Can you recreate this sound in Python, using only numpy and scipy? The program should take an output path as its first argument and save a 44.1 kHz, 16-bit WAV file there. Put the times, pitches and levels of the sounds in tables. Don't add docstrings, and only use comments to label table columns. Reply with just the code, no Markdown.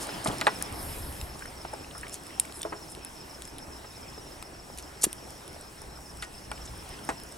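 import sys
import numpy as np
from scipy import signal
from scipy.fft import rfft, irfft, next_fast_len
from scipy.io import wavfile
from scipy.ndimage import uniform_filter1d, map_coordinates

SR = 44100
rng = np.random.default_rng(int(sys.argv[2]) if len(sys.argv) > 2 else 0)


def transcribe(signal):
    frames = np.atleast_2d(signal).T
    limited = np.clip(frames, -1, 1)
    pcm = np.round(limited * 32767).astype(np.int16)
    wavfile.write(sys.argv[1], SR, pcm)


N = 325149

# (time [s], rumble level [dB], ripple level [dB])
WATER_LEVELS = [(0.0, -52, -44.5), (0.49, -52, -47), (1.05, -38.5, -51.5), (1.37, -52, -55),
                (1.82, -50.5, -55.5), (2.4, -54.5, -55), (3.2, -53.5, -57), (3.3, -53, -56.5),
                (6.3, -51, -58), (6.8, -43, -54.5), (7.1, -53, -53), (7.37, -54, -57.5)]
# (frequency [Hz], relative density [dB])
RUMBLE_SPECTRUM = [(12, -20), (25, 0), (40, -9), (59, 4.5), (97, -6), (200, -15), (260, -51)]
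HUSH_SPECTRUM = [(71, -24), (120, -4), (225, -6.5), (308, -3.5), (470, -8.5), (844, -8.5), (1600, -17.5),
                 (2080, -21), (3520, -120)]
RIPPLE_SPECTRUM = [(900, -24), (1500, -5), (2600, -3), (4000, -6.5), (5000, -8), (6000, -33.5)]
TRICKLE_SPECTRUM = [(4000, -63), (5000, 1), (6500, -1.5), (9500, 2.5), (11000, -3.5), (13000, -8),
                    (16000, -12.5), (17000, -2)]
CLOTH_SPECTRUM = [(5000, -40), (7200, -38), (8300, -5), (9200, -6), (10000, -9), (11200, 1), (12800, -9),
                  (15000, -33)]
# (frequency [Hz], relative level [dB])
CHANNEL_DIFFERENCE = [(60, -28), (300, -7.5), (1500, -0.5), (5000, -10.5), (12000, -24.5)]
# (frequency [Hz], phase [rad])
ALLPASS_PHASE = [(30, .15), (70, 0.2), (140, 0.38), (300, 0.59), (700, 1), (1400, 1.6), (2400, 0.98),
                 (3500, 1.05), (5500, 0.38), (9000, 0.55), (12000, 0.071)]
# (centre [Hz], half-width [Hz], level [dB], swell rate [1/s])
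INSECT_BANDS = [(7940, 150, -67.5, 14), (5380, 300, -63, 20)]
# (start [s], first pair [s], pair period [s])
CRICKET_PHRASES = [(-.033, -.033, .1405), (.446, .619, .137), (1.683, 1.799, .1434), (2.772, 2.889, .1402),
                   (3.971, 4.146, .1386), (5.182, 5.361, .1407), (6.447, 6.76, .14)]
# (time [s], level [dB])
CRICKET_LEVELS = [(0, -41), (.27, -46), (.38, -41), (.6, -41.5), (.9, -48), (1.5, -47), (2.1, -47),
                  (2.4, -51), (2.9, -45.5), (4.2, -47.5), (4.7, -53), (5.2, -50.5), (5.6, -51), (6.2, -48),
                  (7.37, -47)]
# (time [s], duration [s], level [dB], centre [Hz], half-width [Hz])
ROPE_SLIPS = [(0, 0.058, -39.5, 8640, 3520), (0.239, 0.019, -41.5, 8540, 3500),
              (0.259, 0.034, -36, 6450, 5530), (0.254, 0.11, -35, 500, 950),
              (0.461, 0.025, -37, 7950, 4000), (2.119, 0.047, -42, 7700, 3420),
              (2.53, 0.084, -46, 9400, 2400), (2.889, 0.046, -48, 9300, 2400),
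              (4.776, 0.031, -45, 6700, 5500), (5.012, 0.029, -33.5, 7900, 3770),
              (5.033, 0.017, -16.5, 8700, 2830), (5.031, 0.025, -25, 7340, 7350),
              (6.216, 0.04, -46.5, 7400, 4500), (6.65, 0.016, -42.5, 7200, 3040),
              (7.086, 0.023, -39.5, 7050, 4000)]
# (frequency [Hz], relative level [dB], t60 at damping factor 1 [s])
BAMBOO_MODES = [(334, -1, 0.11), (419.8, -1.5, 0.11), (663.4, -8, 0.12), (843, 3, 0.042), (1017, -7, 0.089),
                (1214, -3, 0.064), (1472, -13.5, 0.13), (1900, -8, 0.12), (2070, -5, 0.045),
                (3750, -6, 0.013), (4540, 0, 0.038)]
# (time [s], level [dB], pitch [Hz], damping factor [1])
POLE_KNOCKS = [(.09, -24, 900, 1.8), (.258, -20.5, 776, 0.42), (.413, -18, 1390, 1.1),
               (.468, -5, 950, 0.97), (1.649, -19.5, 736, 2.4), (1.732, -26, 660, 0.81),
               (1.81, -26.5, 400, 5.3), (2.65, -21.5, 550, 0.75), (2.723, -21.5, 760, 0.74),
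               (3.842, -35.5, 900, 0.66), (4.177, -33, 513, 1.7), (5.04, -18.5, 794, 3.5),
               (5.817, -37, 600, 1.1), (6.224, -26, 1700, 0.71), (6.515, -25, 1100, 1.16),
               (7.09, -16, 820, 0.72)]
# (time [s], relative level [dB], frequency [Hz])
FRAME_THUDS = [(.26, -21, 287), (.283, -18, 160), (0.298, -27, 120), (0.721, -26.5, 103),
               (1.225, -24.5, 71), (5.067, -18, 325), (5.072, -24.5, 252), (7.09, -18, 282)]
# (time [s], level [dB], splat centre [Hz], t60 [s])
DROP_PLOPS = [(.315, -30, 3300, 0.0097), (.6127, -29.5, 1780, 0.031), (1.355, -40, 840, .043),
              (1.421, -33.5, 1590, 0.037), (1.4553, -32, 1550, 0.025), (1.8442, -33.5, 2740, 0.01),
              (1.9102, -38, 2940, 0.028), (1.951, -39, 1176, 0.11), (2.0313, -33, 1715, 0.062),
              (2.0672, -33, 2270, 0.019), (2.305, -39.5, 2100, 0.023), (2.45, -32.5, 2360, 0.014),
              (2.496, -37, 1500, 0.031), (2.6125, -30.5, 3630, .015), (2.6299, -27.5, 3690, 0.023),
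              (2.973, -38, 400, .05), (4.268, -43, 394, 0.028), (4.425, -35, 1290, 0.019),
              (4.7, -34, 810, 0.024), (5.563, -40.5, 603, 0.028), (5.988, -38, 740, .024),
              (6.577, -36, 2460, 0.01), (6.6757, -37, 3700, .015), (6.989, -41, 3360, .02)]
# (time [s], level [dB], ring frequency [Hz], t60 [s], relative body level [dB])
DROP_TICKS = [(0.0706, -31, 9600, .008, -25), (.181, -42, 8150, .006, -22), (0.2486, -23, 8200, .006, -23),
              (0.274, -27, 9250, 0.011, 3.5), (.384, -28, 9400, .006, -25), (0.405, -31, 5470, 0.0074, -6),
              (0.4125, -22, 7140, 0.0054, 5.5), (0.4687, -22, 8440, 0.0067, 10.5),
              (0.6248, -11, 9000, 0.0036, -39), (.7256, -33, 9100, .006, -14),
              (.8283, -30, 9200, .006, -62), (1.2133, -31, 7620, .009, -1), (1.736, -33, 9800, .006, -22),
              (1.9804, -37.5, 10600, 0.016, -26), (2.012, -35.5, 9100, .006, -11),
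              (2.143, -26, 8340, 0.0065, -8), (2.2684, -34, 8930, .0055, -11),
              (2.3984, -7, 9320, 0.01, -20), (2.5238, -35, 9600, .005, -4),
              (2.6178, -25, 8650, 0.0091, -16), (2.63, -28.5, 8400, 0.0088, -7),
              (2.9504, -37.5, 9700, .006, 2), (3.0485, -27, 10140, 0.009, -12),
              (3.4212, -28, 7800, 0.0043, -7), (3.4526, -31.5, 7450, 0.0081, -14),
              (3.59, -43, 8350, 0.008, 5), (4.426, -35, 8300, 0.0084, 1), (4.7757, -33, 6110, .0045, -9),
              (4.786, -32.5, 10200, 0.01, -5.5), (4.8256, -36.5, 6200, .006, -25),
              (5.1296, -16.5, 9260, 0.003, -5.5), (6.114, -43, 8600, .006, -15),
              (6.2239, -29, 8300, .006, -1), (6.516, -30.5, 8500, 0.0053, 4),
              (6.8915, -33, 9000, 0.0045, -2), (7.0903, -30, 8100, .0055, -8), (7.2, -36, 9650, .0055, -4),
              (7.236, -25.5, 9200, 0.0032, -27)]


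def amp(db):
    return 10 ** (np.asarray(db) / 20)


def unit(x):
    return x / np.sqrt(np.mean(x ** 2) + 1e-20)


def along(points, hz):
    freqs, values = np.transpose(points)
    return np.interp(np.log(hz + 1), np.log(freqs + 1), values)


def wobble(rate):
    return map_coordinates(rng.standard_normal(int(N * rate / SR) + 4), [np.arange(N) * rate / SR])


def filtered(x, response):
    size = next_fast_len(x.shape[-1] + 4096)
    return irfft(rfft(x, size) * response(np.fft.rfftfreq(size, 1 / SR)), size)[..., :x.shape[-1]]


def band(noise, hz, half_width_hz):
    return unit(filtered(noise, lambda f: np.exp(-((f - hz) / half_width_hz) ** 4)))


def add(out, start, sound):
    part = out[max(round(start * SR), 0):][:len(sound)]
    part += sound[:len(part)]


def rush(spectrum, patchy_db, grain, drops_per_s):
    cells = signal.stft(rng.standard_normal((2, N)), nperseg=512)[2]
    patches = uniform_filter1d(uniform_filter1d(rng.standard_normal(cells.shape[1:]), 6, 0), 12, 1)
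    pair = signal.istft(cells * amp(patchy_db * unit(patches)), nperseg=512)[1][:, :N]
    impulses = (rng.random(N) < drops_per_s / SR) * np.sign(rng.standard_normal(N))
    pair[0] += grain * unit(impulses * amp(14 * rng.random(N)))
    pair = filtered(pair, lambda hz: amp(along(spectrum, hz) + [0 * hz, along(CHANNEL_DIFFERENCE, hz)]))
    return pair / pair[0].std()


def water():
    times, *levels = np.transpose(WATER_LEVELS)
    rumble_db, ripple_db = [np.interp(np.arange(N) / SR, times, level) for level in levels]
    flow_db = ripple_db - ripple_db.mean()
    hush_db, trickle_db = -48 + .75 * flow_db, -52.5 + .68 * flow_db
    rumble = amp(rumble_db + 1.3 * wobble(12)) * rush(RUMBLE_SPECTRUM, .8, grain=.01, drops_per_s=30)
    hush = amp(hush_db + .8 * wobble(10)) * rush(HUSH_SPECTRUM, 1, grain=.11, drops_per_s=34)
    ripple = amp(ripple_db + .72 * wobble(10)) * rush(RIPPLE_SPECTRUM, 2, grain=.16, drops_per_s=63)
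    trickle = amp(trickle_db + wobble(14)) * rush(TRICKLE_SPECTRUM, 1.9, grain=.22, drops_per_s=23)
    return rumble + hush + ripple + trickle


def bank_echoes(x, t60=.11):
    t = np.arange(SR // 6) / SR
    tail = rng.standard_normal((2, len(t))) * amp(-60 * t / t60) * (t > .002)
    return signal.fftconvolve(x[None], tail / np.linalg.norm(tail[0]), axes=1)[:, :N]


def laps(count):
    out, t = np.zeros(N), np.arange(SR // 20) / SR
    for when, pitch, loud in rng.random((count, 3)):
        hz = 300 * 6 ** pitch
        envelope = amp(-52.5 + 20 * loud ** 2 - 3.8 * hz * t) * (1 - np.exp(-hz * t))
        add(out, when * N / SR, envelope * np.sin(2 * np.pi * hz * t * (1 + 5 * t)))
    return out


def far_insects():
    return sum(amp(db + 2.3 * wobble(rate)) * band(rng.standard_normal(N), hz, half_width_hz)
               for hz, half_width_hz, db, rate in INSECT_BANDS)


def wing_strokes(single_period_s=.058, pair_gap_s=.037):
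    strokes = []
    stops = [phrase[0] for phrase in CRICKET_PHRASES[1:]] + [N / SR]
    for (start, first_pair, period), stop in zip(CRICKET_PHRASES, stops):
        singles = np.arange(start, first_pair - pair_gap_s, single_period_s)
        firsts = np.arange(first_pair, stop - pair_gap_s, period)
        seconds = firsts[firsts + 2 * pair_gap_s < stop] + pair_gap_s
        strokes += [(s, -1.5) for s in firsts] + [(s, 0) for s in np.append(singles, seconds)]
    return [(s, db + np.interp(s, *np.transpose(CRICKET_LEVELS))) for s, db in strokes if s > 0]


def crickets(stroke_s=.032):
    out = np.zeros(N)
    u = np.arange(round(stroke_s * SR)) / SR / stroke_s
    swell = .41 * np.sin(np.pi * u) ** .54 + .66 * np.sin(np.pi * u ** 2.46) ** 2
    near = [(s, db, 5490, 350) for s, db in wing_strokes()]
    far = [(s + .011 * late, -60 + .5 * s + 2.7 * loud, 5790 + 70 * detune, 220)
           for s, (late, loud, detune) in zip(np.arange(0, N / SR, .045), rng.standard_normal((170, 3)))]
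    for (s, db, hz, fall_hz), (detune, late, loud) in zip(far + near, rng.standard_normal((300, 3))):
        pitch_hz = hz + 40 * detune - fall_hz * u ** 1.27
        tone = np.sin(2 * np.pi * np.cumsum(pitch_hz) / SR)
        rasp = 1 + .3 * np.sin(2 * np.pi * (3 * u + late)) + .3 * np.sin(2 * np.pi * (7.3 * u + detune))
        add(out, s + .002 * late - .7 * stroke_s, amp(db + 1.3 * loud) * swell * rasp * tone)
    return out


def cloth_slide(start_s=.7, rise_s=.12, sag_s=.46, fall_s=.064):
    corners = np.cumsum([start_s, rise_s, sag_s, fall_s])
    envelope = np.interp(np.arange(N) / SR, corners, [0, 1, amp(-9.5), 0])
    hiss = unit(filtered(rng.standard_normal(N), lambda hz: amp(along(CLOTH_SPECTRUM, hz))))
    return amp(-44.5) * envelope * hiss


def rope_slips():
    out, t = np.zeros(N), np.arange(SR // 8) / SR
    shape = len(ROPE_SLIPS), len(t)
    grit = rng.standard_normal(shape) * amp(8.6 * rng.standard_normal(shape))
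    for (start, duration, db, hz, half_width_hz), noise in zip(ROPE_SLIPS, grit):
        envelope = np.sin(np.pi * np.clip(t / duration, 0, 1)) ** .65
        add(out, start, amp(db) * envelope * band(noise, hz, half_width_hz))
    return out


def poles(reach_octaves=1.074):
    out, t = np.zeros(N), np.arange(SR // 5) / SR
    for (start, db, pitch_hz, damping), scatter in zip(
            POLE_KNOCKS, rng.standard_normal((len(POLE_KNOCKS), len(BAMBOO_MODES), 2))):
        weight_db = lambda f: -6 * (np.log2((f + 1) / pitch_hz) / reach_octaves) ** 2
        modes = sum(amp(level + weight_db(hz) + 2 * loud - 60 * t * damping / t60)
                    * np.sin(2 * np.pi * hz * (1 + .015 * detune) * t)
                    for (hz, level, t60), (loud, detune) in zip(BAMBOO_MODES, scatter))
        noise = rng.standard_normal(len(t))
        contacts = noise * amp(-60 * t / .014)
        contacts[0] = 28
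        ring = signal.fftconvolve(modes, contacts)[:len(t)]
        rattle = unit(filtered(noise, lambda f: amp(weight_db(f)) / (1 + (300 / (f + 1)) ** 4)))
        rattle *= .45 * amp(-60 * t * damping / .06)
        attack = 1 - np.exp(-t / .00056)
        add(out, start, amp(db) * attack * (ring / np.abs(ring).max() + rattle))
    for start, db, hz in FRAME_THUDS:
        envelope = hz * t * np.exp(-2.2 * hz * t)
        add(out, start, -amp(db + 10) * envelope * np.sin(2 * np.pi * hz * t))
    return out


def plops(rise_hz_per_s=12200):
    out, t = np.zeros(N), np.arange(SR // 16) / SR
    for start, db, hz, t60 in DROP_PLOPS:
        envelope = amp(-60 * t / t60) * (1 - np.exp(-t / .00062))
        bubble = np.sin(2 * np.pi * t * (.95 * hz + .5 * rise_hz_per_s * t))
        splat = .75 * amp(-60 * t / .25) * band(rng.standard_normal(len(t)), hz, .71 * hz)
        add(out, start, amp(db) * envelope * (bubble + splat))
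    return out


def ticks(faint_count):
    out, t = np.zeros(N), np.arange(SR // 16) / SR
    faint = [(when * N / SR, -39 + 3 * loud, 8530 * (.8 + .4 * pitch), .0087, -25 * thin)
             for when, loud, pitch, thin in rng.random((faint_count, 4))]
    for start, db, hz, t60, body_db in DROP_TICKS + faint:
        noise = rng.standard_normal(len(t))
        envelope = amp(-60 * t / t60) * (1 - np.exp(-t / .000081))
        ring = 1.3 * np.sin(2 * np.pi * hz * t)
        snap = .63 * band(noise, 9300, 2640) + 1.7 * amp(-60 * t / .00062) * band(noise, 8600, 5100)
        body = amp(body_db) * band(noise, 3260, 1500)
        add(out, start, amp(db) * envelope * (ring + snap + body))
    return out


def scene():
    common, difference = water()
    near = cloth_slide() + rope_slips() + ticks(faint_count=22) + plops() + poles() + laps(count=160)
    singers = crickets() + far_insects()
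    echoes = bank_echoes(amp(-19) * near + amp(-3.5) * singers)
    return common + near + singers + [difference, -difference] + echoes


def record(dry, top_hz=15900):
    return filtered(dry, lambda hz: np.exp(.5j * np.outer([1, -1], along(ALLPASS_PHASE, hz)))
                    * (hz < top_hz))


dry = scene()
out = record(dry)
transcribe(out)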